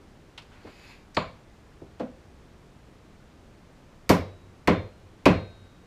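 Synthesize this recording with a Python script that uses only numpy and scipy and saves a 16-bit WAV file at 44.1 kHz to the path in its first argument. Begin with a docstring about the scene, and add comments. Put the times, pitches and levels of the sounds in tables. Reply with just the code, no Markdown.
"""Hammering at a garage workbench

Over steady microphone hiss a steel tool is picked up, dragged and set down, then three hammer blows
land on a part held in a vice. Shaped noise makes the clatter and the cluttered garage's answer, short
coloured pulses make the knocks and the bench boom, decaying sines make the ringing steel and the bench
hum, and random slips make the drag.
"""
import sys
import numpy as np
from scipy import signal
from scipy.fft import rfft, irfft
from scipy.io import wavfile

SR = 44100
rng = np.random.default_rng(int(sys.argv[2]) if len(sys.argv) > 2 else 0)


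def volts_from_db(level):
    """Convert decibel levels to linear amplitude ratios."""
    exponent = np.asarray(level, float) / 20
    return 10 ** exponent


def put_to_file(sound):
    """Save the sound as 16-bit audio at rate SR, in the file named by the first command-line argument."""
    columns = np.atleast_2d(sound).T  # one column per channel
    safe = np.clip(columns, -1, 1)
    whole_steps = np.round(safe * 32767)
    wavfile.write(sys.argv[1], SR, whole_steps.astype(np.int16))


N = 258426
TOP_HZ = 15350
THIRDS_HZ = 32 * 2 ** np.arange(0, 9, 1 / 3)


def seconds(length_s):
    """Time axis [s]."""
    return np.arange(int(length_s * SR)) / SR


def on_log_axis(hz, points_hz, values):
    """Interpolates values over log frequency."""
    return np.interp(np.log(np.maximum(hz, 1)), np.log(points_hz), values)


def fade(t, t60_s):
    """Exponential decay, 60 dB per t60_s."""
    return np.exp(-np.log(1000) * t / t60_s)


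def swell(t, rise):
    """Smooth onset from 0 to 1; t and rise in the same unit."""
    return 1 - np.exp(-(t / rise) ** 2)


def unit(x):
    """Scales to unit energy."""
    return x / np.sqrt(np.sum(x ** 2))


def band(x, hz, octaves):
    """Band-pass around hz."""
    edges_hz = np.clip(hz * 2.0 ** np.array([-octaves / 2, octaves / 2]), 10, .45 * SR)
    return signal.sosfilt(signal.butter(2, edges_hz, "bandpass", fs=SR, output="sos"), x)


def noise_burst(t, t60_s, hz, octaves):
    """Band-passed decaying noise of unit energy."""
    return unit(band(rng.standard_normal(len(t)) * fade(t, t60_s), hz, octaves))


def modes(table, length_s):
    """Response of an object to one tap: a decaying sine per mode."""
    t = seconds(length_s)
    hz, db, t60_s = np.transpose(table)[:, :, None]
    return np.sum(volts_from_db(db) * fade(t, t60_s) * np.sin(2 * np.pi * hz * t), axis=0)


def causal(colour, size=4096):
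    """The shortest pulse with this spectrum, from the folded cepstrum; unit energy."""
    db = on_log_axis(np.fft.rfftfreq(size, 1 / SR), *np.transpose(colour))
    cepstrum = irfft(np.log(volts_from_db(db)))
    cepstrum[1:size // 2] *= 2
    cepstrum[size // 2 + 1:] = 0
    return unit(irfft(np.exp(rfft(cepstrum))))


def power_sum(hz, *parts):
    """Spectra of unrelated vibrations, each (table, dB), added as power."""
    power = sum(volts_from_db(db + on_log_axis(hz, *np.transpose(colour))) ** 2 for colour, db in parts)
    return np.c_[hz, 10 * np.log10(power)]


def diffuse(t60_s, rise_ms, length_s=.9):
    """Dense random arrivals, flat in spectrum; each third octave builds up and dies at its own pace."""
    t = seconds(length_s)
    total = np.zeros(len(t))
    for hz, band_t60_s, band_rise_ms in zip(THIRDS_HZ, t60_s, rise_ms):
        noise = band(rng.standard_normal(len(t)), hz, 1 / 3)
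        shape = fade(t, band_t60_s) * swell(1000 * t, band_rise_ms)
        total += np.sqrt(hz) * unit(noise * shape)  # bandwidth grows with hz
    return unit(total)


def flat(response):
    """The same arrivals, evened out to equal power per Hz in every third octave; unit energy."""
    power = np.cumsum(np.abs(rfft(response)) ** 2)
    edges_hz = THIRDS_HZ[:, None] * 2 ** np.array([-1 / 6, 1 / 6])
    low, high = (edges_hz * len(response) / SR).astype(int).T
    db = 10 * np.log10((power[high] - power[low]) / (high - low))
    return unit(signal.fftconvolve(response, causal(np.c_[THIRDS_HZ, -db])))


def add(out, start_s, sound):
    """Mixes sound into out at start_s."""
    i = int(round(start_s * SR))
    k = min(len(sound), len(out) - i)
    out[i:i + k] += sound[:k]


# garage reflections: (frequency [Hz], T60 [s], build-up [ms])
GARAGE = [(59, 0.53, 4.7), (124, 0.43, 20), (256, 0.27, 11), (500, 0.4, 6), (1020, 0.3, 12),
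          (1970, .33, 16.5), (4130, 0.35, 1.7), (7800, .25, 0.83), (14000, 0.21, 1.9)]


def garage():
    """Reflections from walls, cupboards and clutter; the bass stays longest."""
    hz, t60_s, rise_ms = np.transpose(GARAGE)
    return diffuse(on_log_axis(THIRDS_HZ, hz, t60_s), on_log_axis(THIRDS_HZ, hz, rise_ms))


# hiss spectrum, relative: (frequency [Hz], density [dB per Hz])
HISS_COLOUR = [(12, -24), (20, -1.5), (76, -2), (232, -7), (266, -8.5), (372, -10), (404, -11), (667, -16),
               (958, -19), (1100, -19), (7110, -36), (14300, -49.5), (15500, -48)]


def hiss():
    """Smooth noise of microphone and quiet room: white noise with a shaped spectrum."""
    rms_db = -51.5
    db = on_log_axis(np.fft.rfftfreq(N, 1 / SR), *np.transpose(HISS_COLOUR))
    noise = irfft(rfft(rng.standard_normal(N)) * volts_from_db(db), N)
    return volts_from_db(rms_db) * noise / noise.std()


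# light handling knocks: (time [s], level [dB], centre [Hz], width [octaves], contact [ms])
KNOCKS = [(0.376, -14.5, 2530, 1, 7.3), (0.42, -34, 3200, 1.3, 6), (0.50, -24, 1370, 1.9, 92),
          (0.642, -14, 300, 1.17, 16), (0.668, -22.5, 700, 2.2, 11), (1.145, -20.5, 4540, 0.78, 7.6),
          (1.814, -12.5, 313, 0.86, 11)]


def knocks(room):
    """Small contacts: a band-limited click that rattles longer the longer the contact."""
    skirt_db, skirt_octaves, skirt_pitch = -3, 0.61, 0.51  # broader, deeper knock; pitch as a share
    room_db = -8.5  # relative to the rattle
    out, tap, even = np.zeros(N), signal.unit_impulse(SR // 10), np.ones(len(THIRDS_HZ))
    for start_s, db, hz, octaves, contact_ms in KNOCKS:
        rattle = diffuse(0.012 * contact_ms * even, 0.25 * contact_ms * even)
        click = unit(band(tap, hz, octaves))
        skirt = unit(band(tap, skirt_pitch * hz, octaves + skirt_octaves))
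        knock = volts_from_db(db) * (click + volts_from_db(skirt_db) * skirt)
        add(out, start_s, signal.fftconvolve(knock, flat(rattle + volts_from_db(room_db) * room)))
    return out


# mode pitches of the tool: (frequency [Hz])
TOOL_HZ = [1060, 2000, 2250, 4150, 4650, 7000, 10450, 12800, 13700]
# the same modes, relative level: (level [dB], T60 [s])
TOOL_MODES = [(2.5, 0.016), (-12, 0.02), (5, 0.023), (3.5, 0.0034), (-4.5, 0.04), (-11, 0.038), (-23, 0.02),
              (-31, 0.022), (-26, .008)]


def tool():
    """Ring of the tool; a contact of a fraction of a ms rounds its start."""
    return modes(np.c_[TOOL_HZ, TOOL_MODES], .1) * swell(seconds(.1), 0.00038)


def drag():
    """Dense uneven slips shake the tool's modes, damped by the hand, over broad rubbing hiss."""
    start_s, lift_s, gain_at_lift_db = .6, 0.896, -52.5
    rise_db_per_s, fall_db_per_s = 31.5, 200
    t = np.arange(N) / SR
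    db = gain_at_lift_db + np.minimum(rise_db_per_s * (t - lift_s), fall_db_per_s * (lift_s - t))
    slips = rng.standard_normal(N) * volts_from_db(2.3 * rng.standard_normal(N))
    held_tool = unit(tool() * fade(seconds(.1), 0.0042))
    ring = signal.fftconvolve(slips, held_tool)[:N]
    rub = 0.26 * band(slips, 2400, 2.5) + 0.16 * band(slips, 9200, 1.1)
    return (ring + rub) / slips.std() * volts_from_db(db) * (t > start_s)


# single reflections off cupboards and walls: (delay [ms], level [dB])
SLAPS = [(9.5, -14), (13, -4), (22, -13), (32, -13), (44, -15)]


def slaps(size):
    """Strong early reflections of the deep part of each contact."""
    out = np.zeros(size)
    for delay_ms, db in SLAPS:
        add(out, delay_ms / 1000, volts_from_db(db) * band(signal.unit_impulse(SR // 2), 600, 2.4))
    return out


def steel_tick():
    """Straight path from the steel faces: a bright tick a few ms long."""
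    return noise_burst(seconds(.9), 0.0066, 9600, 2.4)


# slow modes of the bench frame, relative level: (frequency [Hz], level [dB], T60 [s])
BENCH_FRAME = [(92, 0, .9), (97, -1, 1.2), (190, -8, .6)]


def contact(out, start_s, db, clatter_db, clatter_t60_s, tick_db, hum_db, colour, tick, echoes):
    """Clatter and tick (relative to the garage's answer) plus bench hum (relative to the contact)."""
    # short waves rattle at once and die first, long ones travel slowly through the bench
    t60_s = clatter_t60_s * (1000 / THIRDS_HZ) ** 0.12
    rise_ms = 0.85 + 5000 / (THIRDS_HZ + 300)
    clatter = diffuse(t60_s, rise_ms)
    path = flat(volts_from_db(tick_db) * tick + volts_from_db(clatter_db) * clatter + echoes)
    add(out, start_s, signal.fftconvolve(volts_from_db(db) * causal(colour), path))
    add(out, start_s, volts_from_db(db + hum_db) * modes(BENCH_FRAME, 1.5))


# tool lands on its head; clatter relative to the garage's answer:
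# (time [s], level [dB], clatter [dB], clatter T60 at 1 kHz [s])
HEAD_DOWN = (1.167, 9.5, 5, 0.045)
# then on its handle: (time [s], level [dB], clatter [dB], clatter T60 at 1 kHz [s])
HANDLE_DOWN = (1.995, 2.6, 3.3, 0.13)
# head landing spectrum, relative: (frequency [Hz], density [dB per Hz])
HEAD_COLOUR = [(40, -12), (200, -3), (400, -6.5), (650, -1), (800, -8.5), (1070, -1.5), (1440, -13),
               (2200, -13), (2960, -17.5), (4700, -16.5), (5300, -40), (8000, -42), (11000, -70)]
# handle landing spectrum, relative: (frequency [Hz], density [dB per Hz])
HANDLE_COLOUR = [(40, -32), (120, -23), (200, -8), (260, -1.5), (400, -16.5), (500, -4.5), (690, -12),
                 (900, -20.5), (1800, -33), (4000, -41.5), (12000, -68.5)]


def landings(room, tick, echoes):
    """The tool is set down, head then handle; the head landing hums in the bench and rings the tool."""
    tick_db = -16  # relative to the garage's answer
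    hum_db = -57  # relative to the landing
    ring_db = -28.5
    out = np.zeros(N)
    contact(out, *HEAD_DOWN, tick_db, hum_db, HEAD_COLOUR, tick, echoes)
    contact(out, *HANDLE_DOWN, tick_db, -np.inf, HANDLE_COLOUR, tick, echoes)  # no hum
    straight_and_room = np.r_[.6, volts_from_db(-4) * room[1:]]
    add(out, HEAD_DOWN[0], signal.fftconvolve(volts_from_db(ring_db) * tool(), straight_and_room))
    return out


# hammer blows: (time [s], level [dB], vice jaw [dB], jaw pitch [Hz], steel faces [dB], place on part [0-1])
BLOWS = [(4.093, 20, -22.5, 2230, -29.5, 0.1), (4.6742, 18, -18.5, 2240, -57, 0.5),
         (5.2559, 21.5, -20.5, 2530, -47, 0.92)]
# bench top spectrum, relative: (frequency [Hz], density [dB per Hz])
BENCH_TOP = [(40, -22.5), (90, -5), (131, -12), (184, -1), (235, -7.5), (280, -1.5), (335, -7), (605, -8),
             (805, -16.5), (1040, -11.5), (1400, -23.5), (4000, -36.5), (8000, -49.5), (15300, -67)]
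# vice jaw spectrum, relative: (multiple of jaw pitch [1], density [dB per Hz])
JAW = [(.5, -11), (.8, -4), (1.0, 1), (1.2, -11.5), (1.8, -13.5), (3.1, -33), (7, -66)]
# steel faces spectrum, relative: (frequency [Hz], density [dB per Hz])
FACES = [(2000, -13), (5000, -0.5), (7000, -8.5), (10000, -14), (13500, -9), (15300, -19)]
# clatter T60 at 1 kHz, at the two ends of the part: (place 0 [s], place 1 [s])
CLATTER_T60_S = (0.13, 0.067)


def blows(tick, echoes):
    """Each blow shakes bench top, jaw and steel faces; jaw clank and steel crack arrive straight."""
    clatter_db, tick_db = 1.35, 0.5  # relative to the garage's answer
    hum_db = -52  # relative to the blow
    crack_db, crack_t60_s = -35.5, .01  # relative to the blow
    clank_db, clank_t60_s = -15.5, 0.019  # relative to the jaw
    out, t, hz = np.zeros(N), seconds(.9), np.geomspace(30, TOP_HZ, 200)
    for start_s, db, jaw_db, jaw_hz, faces_db, place in BLOWS:
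        jaw = np.multiply(JAW, (jaw_hz, 1))
        colour = power_sum(hz, (BENCH_TOP, 0), (jaw, jaw_db), (FACES, faces_db))
        clatter_t60_s = np.interp(place, (0, 1), CLATTER_T60_S)
        contact(out, start_s, db, clatter_db, clatter_t60_s, tick_db, hum_db, colour, tick, echoes)
        add(out, start_s, modes([(jaw_hz, db + jaw_db + clank_db, clank_t60_s)], .1))
        add(out, start_s, volts_from_db(db + crack_db) * noise_burst(t, crack_t60_s, 5100, 2.8))
    return out


# mode pitches of the part in the vice: (frequency [Hz])
PART_HZ = [1546, 3505, 3620, 3784, 3860, 4168, 8172]
# the same modes, relative to the blow: (level at best place [dB], T60 [s], best place to strike [0-1])
PART_MODES = [(-72, 1.47, 0.96), (-52, 0.28, .45), (-48, 0.33, 0.44), (-69, 1.4, 0.95), (-69.5, 1.1, 0.19),
              (-56, 0.7, .74), (-78, .37, .9)]


def part():
    """Thin tones of the steel part outlast each blow; they swell in as the hammer lets go."""
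    place_db = -46  # loss of a mode per full part length from its best place
    out = np.zeros(N)
    mode_db, t60_s, best = np.transpose(PART_MODES)
    for start_s, db, *_, place in BLOWS:
        struck_db = db + mode_db + place_db * np.abs(place - best)
        ring = modes(np.c_[PART_HZ, struck_db, t60_s], 1.6)
        add(out, start_s, ring * swell(seconds(1.6), 0.068))
    return out


def scene():
    """Mixes all sources; the drag is heard through the garage alone."""
    room, tick = garage(), steel_tick()
    echoes = slaps(len(room)) + room
    far_drag = signal.fftconvolve(drag(), room)[:N]
    mix = hiss() + knocks(room) + far_drag + landings(room, tick, echoes) + blows(tick, echoes) + part()
    return mix[None]


def roll_off(x):
    """The treble ends steeply here."""
    return signal.sosfilt(signal.butter(12, 16570, fs=SR, output="sos"), x)


def record(dry):
    """The loudest peaks are rounded, then the top is cut."""
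    rounded = np.tanh(0.56 * dry) / 0.62
    top_cut = signal.ellip(8, .2, 40, TOP_HZ, fs=SR, output="sos")  # ripple, stop [dB]
    mix = signal.sosfilt(top_cut, rounded)
    return roll_off(mix)


dry = scene()
out = record(dry)
put_to_file(out)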